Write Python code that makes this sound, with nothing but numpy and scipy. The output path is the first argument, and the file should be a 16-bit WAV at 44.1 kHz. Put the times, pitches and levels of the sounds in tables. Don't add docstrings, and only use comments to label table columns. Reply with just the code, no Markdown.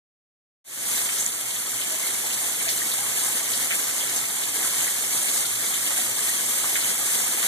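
import sys
import numpy as np
from scipy import signal
from scipy.fft import rfft, irfft
from scipy.io import wavfile
from scipy.ndimage import uniform_filter1d

SR = 44100
rng = np.random.default_rng(int(sys.argv[2]) if len(sys.argv) > 2 else 0)


def generate_wav(sig):
    pcm = np.round(np.clip(np.atleast_2d(sig).T, -1, 1) * 32767).astype(np.int16)
    wavfile.write(sys.argv[1], SR, pcm)


N = 329471
T = np.arange(N) / SR
HZ = np.fft.rfftfreq(N, 1 / SR)
FRAMES = dict(fs=SR, nperseg=1024, noverlap=768)
RIGHT_LAG_S = .000395


def gain_of(db):
    return 10 ** (np.asarray(db) / 20)


def unit_rms(x):
    return x / np.sqrt(np.mean(x ** 2) + 1e-20)


def curve_at(points, hz):
    f, value = np.transpose(points)
    return np.interp(np.log(hz + 1), np.log(f + 1), value)


def add(mix, s, sound):
    part = mix[:, round(s * SR):][:, :sound.shape[1]]
    part += sound[:, :part.shape[1]]


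def band(x, hz, octaves):
    f = np.fft.rfftfreq(x.shape[-1], 1 / SR)
    return irfft(rfft(x) * np.exp(-.5 * (np.log2((f + 1) / hz) / octaves) ** 2), x.shape[-1])


def wobble(shape, *spans):
    noise = rng.standard_normal(shape)
    for axis, span in enumerate(spans):
        noise = uniform_filter1d(noise, span, axis=axis)
    return unit_rms(noise)


def impacts(per_s, spread_db, max_spreads):
    size = gain_of(spread_db * np.minimum(rng.exponential(1, N), max_spreads))
    return size * rng.choice([-1, 1], N) * (rng.random(N) < per_s / SR)


def low_bump(s, db, hz, half_width_s):
    pulse = gain_of(db) * np.exp(-((T - s) / half_width_s) ** 2 + 2j * np.pi * hz * (T - s))
    return np.array([pulse.real, pulse.imag])


# f/Hz, width/Hz, level/dB
HOLLOW_NOTES = [(118.9, 6.1, -59.5), (681, 21, -57)]


def hollows():
    out = np.zeros((2, N))
    for hz, width, db in HOLLOW_NOTES:
        ring = rfft(rng.standard_normal((2, N))) / (1 + 1j * (HZ - hz) / width) ** 2
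        out += gain_of(db) * unit_rms(irfft(ring, N))
    return out


def bubbles(per_s, spread_db, decay_cycles, glide, low_hz, high_hz):
    out = np.zeros((2, N))
    t = np.arange(2048) / SR
    for when, pitch, size, place in rng.random((round(per_s * N / SR), 4)):
        hz = low_hz * (high_hz / low_hz) ** pitch
        age = hz * t / decay_cycles
        plink = np.exp(-age) * np.sin(2 * np.pi * hz * t * (1 + glide * age))
        strength = gain_of(spread_db * min(-np.log(1 - size), 3)) * np.sqrt(hz / low_hz)
        pan = [np.cos(2 * np.pi * place), np.sin(2 * np.pi * place)]
        add(out, when * N / SR, strength * np.outer(pan, plink))
    return unit_rms(out)


def floor_slaps(per_s, spread_db, room_t60, room_db, spots=6):
    t = np.arange(SR // 4) / SR
    out = np.zeros((2, N))
    for _ in range(spots):
        slaps = np.array([impacts(per_s / spots, spread_db, max_spreads=3.7) for _ in range(2)])
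        tail = rng.standard_normal((2, len(t))) * gain_of(-60 * t / room_t60) * (t > .003)
        room = signal.oaconvolve(slaps, tail, axes=1)[:, :N]
        out += unit_rms(slaps) + gain_of(room_db) * unit_rms(room)
    return unit_rms(out)


def patter(per_s, spread_db, crack_t60, tail_t60, tail_db, octaves, surfaces=30):
    t = np.arange(4096) / SR - .004
    crack = gain_of(-60 * abs(t) / crack_t60)
    tail = gain_of(tail_db - 60 * abs(t) / tail_t60)
    envelope = (t > 0) * (crack + tail)
    out = np.zeros((2, N))
    for hz in np.geomspace(450, 11000, surfaces):
        answer = band(rng.standard_normal((2, len(t))) * envelope, hz, octaves)
        hits = impacts(per_s * np.sqrt(hz / 1000), spread_db, max_spreads=4.6)
        taps = signal.oaconvolve(hits[None], answer, axes=1)[:, :N]
        out += np.sqrt(hz) * unit_rms(taps)
    return unit_rms(out)


# t/s, patter level/dB, spray level/dB
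FLOW_RIDES = [(.8, -32.5, -24), (.92, -32, -20), (1.1, -31, -22), (1.26, -32, -21.8), (1.31, -35, -25),
              (1.45, -34, -25.5), (1.53, -33.5, -24), (1.95, -32, -23.5), (2.55, -30.5, -22.5),
              (2.72, -31.5, -21), (3.07, -30, -23), (3.2, -30.5, -21), (3.46, -30.5, -22),
              (3.6, -30, -21.5), (4.15, -29.5, -21.8), (4.29, -31.5, -23.5), (4.88, -29.5, -20.5),
              (4.98, -31.5, -21.5), (5.4, -30, -20), (5.55, -31, -22.5), (5.97, -29.2, -19.5),
              (6.14, -29.5, -22), (6.27, -30.5, -21), (6.74, -29, -20.1), (6.98, -29.5, -21),
              (7.09, -31, -20), (7.47, -28, -20.3)]


def flow_db(t):
    s, *rides = np.transpose(FLOW_RIDES)
    return [np.interp(t, s, ride - np.mean(ride)) for ride in rides]


# f/Hz, level/dB
WATER_EQ = [(25, -38), (55, -30), (85, -24), (140, -14.5), (240, -8.5), (500, -10.5), (1100, -11),
            (1500, -9.5), (2100, -4.5), (2800, -6.5), (3350, -5.5), (4200, -8), (5200, -9), (6200, -3),
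            (7700, 0.5), (10000, -1.17), (13500, -5.5)]


def pour(x, swell_db, patch_db, flicker_db):
    hz, t, spectrum = signal.stft(x, **FRAMES)
    patter_db, spray_db = flow_db(t)
    spray_share = curve_at([(1500, 0.21), (6500, 0.87)], hz)[:, None]
    ride = (1 - spray_share) * patter_db + spray_share * spray_db
    swell = swell_db * wobble(len(t), 14)
    flicker = flicker_db * wobble(len(t), 4)
    patches = patch_db * wobble(spectrum.shape, 45, 8)
    moving = signal.istft(spectrum * gain_of(ride + swell + flicker + patches), **FRAMES)[1][:, :N]
    return unit_rms(irfft(rfft(moving) * gain_of(curve_at(WATER_EQ, HZ)), N))


# t/s, level/dB, f/Hz, t60/s
PLOP_CUES = [(1.912, -35.5, 640, 0.14), (2.028, -28, 2065, .1), (2.236, -37, 825, .12),
             (2.666, -35.5, 660, 0.11), (2.817, -19, 1870, 0.035), (3.004, -37, 817, .13),
             (3.279, -34.5, 830, .15), (4.012, -39, 500, .06), (5.986, -31, 730, .08),
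             (6.288, -27, 1880, .09), (6.634, -33, 1025, .08)]


def plops(trim_db, attack_s, glide, smear_db):
    out = np.zeros((2, N))
    t = np.arange(8192) / SR
    for s, db, hz, t60 in PLOP_CUES:
        phase = 2 * np.pi * hz * t * (1 + glide * t / t60)
        smear = unit_rms(band(rng.standard_normal((2, len(t))), hz, octaves=0.14))
        ring = np.array([np.sin(phase), np.cos(phase)]) + gain_of(smear_db) * smear
        envelope = (1 - np.exp(-t / attack_s)) * gain_of(-60 * t / t60)
        add(out, s, gain_of(trim_db + db) * ring * envelope)
    return out


def gob(hz, octaves, t60, crack_db, crack_t60=0.012, grain_db=3, attack_share=0.026):
    t = np.arange(8192) / SR
    grains = gain_of(grain_db * np.repeat(rng.standard_normal(len(t) // 32), 32))
    burst = unit_rms(band(rng.standard_normal((2, len(t))) * grains, hz, octaves))
    droplets = (1 - np.exp(-t / (attack_share * t60))) * gain_of(-60 * t / t60)
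    crack = (1 - np.exp(-hz * t)) * gain_of(crack_db - 60 * t / crack_t60)
    return burst * (droplets + crack)


def spatter(per_s, top_db, spread_db, low_hz, high_hz):
    out = np.zeros((2, N))
    for when, pitch, size in rng.random((round(per_s * N / SR), 3)):
        hz = low_hz * (high_hz / low_hz) ** pitch
        splash = gob(hz, octaves=0.3, t60=0.056, crack_db=-1)
        add(out, when * N / SR, gain_of(top_db - spread_db * size) * splash)
    return out


# t/s, level/dB, centre f/Hz, width/octaves, crack over droplets/dB
SPLAT_CUES = [(1.088, -27, 2400, 0.53, -6), (1.18, -23, 7000, .22, -12), (1.197, -21, 7100, 0.22, -12),
              (1.503, -30, 3400, .3, -1), (1.563, -33, 3200, .25, 0), (1.732, -35, 1450, .3, -6),
              (1.815, -26, 3000, .4, -5), (2.03, -30, 2200, .22, -4), (2.304, -26.5, 2840, .16, -4),
              (2.326, -28, 5500, .6, -4), (2.601, -28, 2480, 0.24, -2), (2.677, -27, 2100, 0.23, -3),
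              (2.684, -21.8, 4400, .62, -8), (2.916, -29, 3850, .22, -3), (3.533, -25.5, 4000, .42, -4),
              (3.707, -21.5, 2130, .45, 7), (4.007, -29, 3050, .18, -2), (4.16, -22.5, 7200, 0.31, -4),
              (4.429, -29, 3700, .35, -2), (4.646, -34, 1380, .2, -4), (4.876, -28.5, 1880, .35, -3),
              (5.224, -24, 8500, .35, -10), (5.267, -30.5, 2400, .3, -2), (5.368, -23, 6300, 0.56, -2),
              (5.452, -28.5, 3800, .25, -1), (5.734, -27, 2900, .28, -5), (5.752, -30, 3700, 0.18, -3),
              (5.86, -28, 2850, .35, 2), (5.907, -33, 1400, 0.52, -4), (6.636, -28.5, 1150, .42, -3),
              (6.755, -23.5, 2170, 0.46, -2), (6.805, -26, 4000, 0.64, -4), (6.836, -27.5, 2760, .2, 0),
              (7.428, -25, 2230, .76, -2)]


def splats(trim_db, usual_db, usual_t60, doubling_db):
    out = np.zeros((2, N))
    for s, db, hz, octaves, crack_db in SPLAT_CUES:
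        t60 = usual_t60 * 2 ** ((db - usual_db) / doubling_db)
        add(out, s, gain_of(trim_db + db) * gob(hz, octaves, t60, crack_db))
    return out


# t/s, peak level/dB, f/Hz, attack/s
TICK_CUES = [(1.26337, -4.8, 6900, .00044), (1.6947, -15.5, 7900, .00025), (1.8991, -14.5, 9400, .00018),
             (2.1459, -16, 8300, .00022), (5.31515, -11, 8300, .00036), (5.6071, -14, 9000, .00018)]


def near_drops():
    out = np.zeros((2, N))
    t = np.maximum(np.arange(256) / SR - np.array([[0], [RIGHT_LAG_S]]), 0)
    for s, db, hz, attack in TICK_CUES:
        snap = (t / attack) ** 2 * np.exp(1 - (t / attack) ** 2)
        add(out, s, gain_of(db) * snap * np.sin(2 * np.pi * hz * t))
    return out


# f/Hz, left-right correlation (-1..1)
CORRELATION = [(50, -1), (110, 0.6), (330, 0.8), (470, 0.54), (650, 0.78), (1050, 1), (1400, 1),
               (1850, 0.05), (2250, -0.32), (2370, -1), (2820, -1), (3250, 0.27), (3750, 0.6), (4150, .85),
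               (4550, 0.35), (5150, 0.71), (5700, 0.31), (14000, 0.4)]
# f/Hz, spread of the correlation
WIDTH_WAVER = [(2820, 0), (3050, 0.28), (4300, 0.14), (5150, 0.41), (6000, 0.19), (14000, .16)]
# f/Hz, left over right/dB
PAN_CURVE = [(110, -1), (190, 2.5), (420, 5), (700, 2), (1100, 2), (1800, -1.5), (2400, 0), (2800, -1),
             (8000, -0.15)]


def microphones(x, lag_from_hz=3900):
    hz, _, spectrum = signal.stft(x, **FRAMES)
    waver = curve_at(WIDTH_WAVER, hz)[:, None] * wobble(spectrum.shape[1:], 7, 16)
    correlation = np.clip(curve_at(CORRELATION, hz)[:, None] + waver, -1, 1)
    weights = np.sqrt([(1 + correlation) / 2, (1 - correlation) / 2])
    mid, side = rfft(signal.istft(spectrum * weights, **FRAMES)[1][:, :N])
    lag = np.exp(-2j * np.pi * RIGHT_LAG_S * np.maximum(HZ - lag_from_hz, 0))
    lean = gain_of(curve_at(PAN_CURVE, HZ) / 2)
    return irfft(np.array([(mid + side) * lean, (mid - side) * lag / lean]), N)


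def scene():
    wash = rng.standard_normal((2, N))
    slaps = floor_slaps(per_s=2200, spread_db=4, room_t60=0.19, room_db=-2)
    taps = patter(per_s=110, spread_db=3.5, crack_t60=0.0067, tail_t60=0.13, tail_db=-8, octaves=0.25)
    bed = gain_of(-2.5) * wash + gain_of(-1.5) * slaps + gain_of(-5) * taps
    downpour = gain_of(-23.5) * pour(bed, swell_db=0.35, patch_db=1.36, flicker_db=0.7)
    plinks = bubbles(per_s=70, spread_db=2.5, decay_cycles=22.4, glide=0.0073, low_hz=1151, high_hz=4230)
    heavy_gobs = splats(trim_db=1, usual_db=-28.5, usual_t60=.1, doubling_db=9)
    big_drops = plops(trim_db=1.5, attack_s=.002, glide=0.024, smear_db=-7.5)
    drumming = hollows()
    light_gobs = spatter(per_s=3, top_db=-31.5, spread_db=4, low_hz=2160, high_hz=6040)
    patter_db, _ = flow_db(T)
    sprinkle = gain_of(patter_db) * (light_gobs + gain_of(-47) * plinks)
    room = microphones(drumming + sprinkle + downpour + big_drops + heavy_gobs)
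    return low_bump(s=5.355, db=-60, hz=50, half_width_s=.011) + room + near_drops()


def record(dry, fade_from_s=0.6427, fade_to_s=0.9, cutoff_hz=14020):
    fade = np.clip((T - fade_from_s) / (fade_to_s - fade_from_s), 0, 1) ** 0.9
    high_cut = signal.firwin(1023, cutoff_hz, window=("kaiser", 9), fs=SR)
    return signal.oaconvolve(dry * fade, high_cut[None], "same", axes=1)


dry = scene()
out = record(dry)
generate_wav(out)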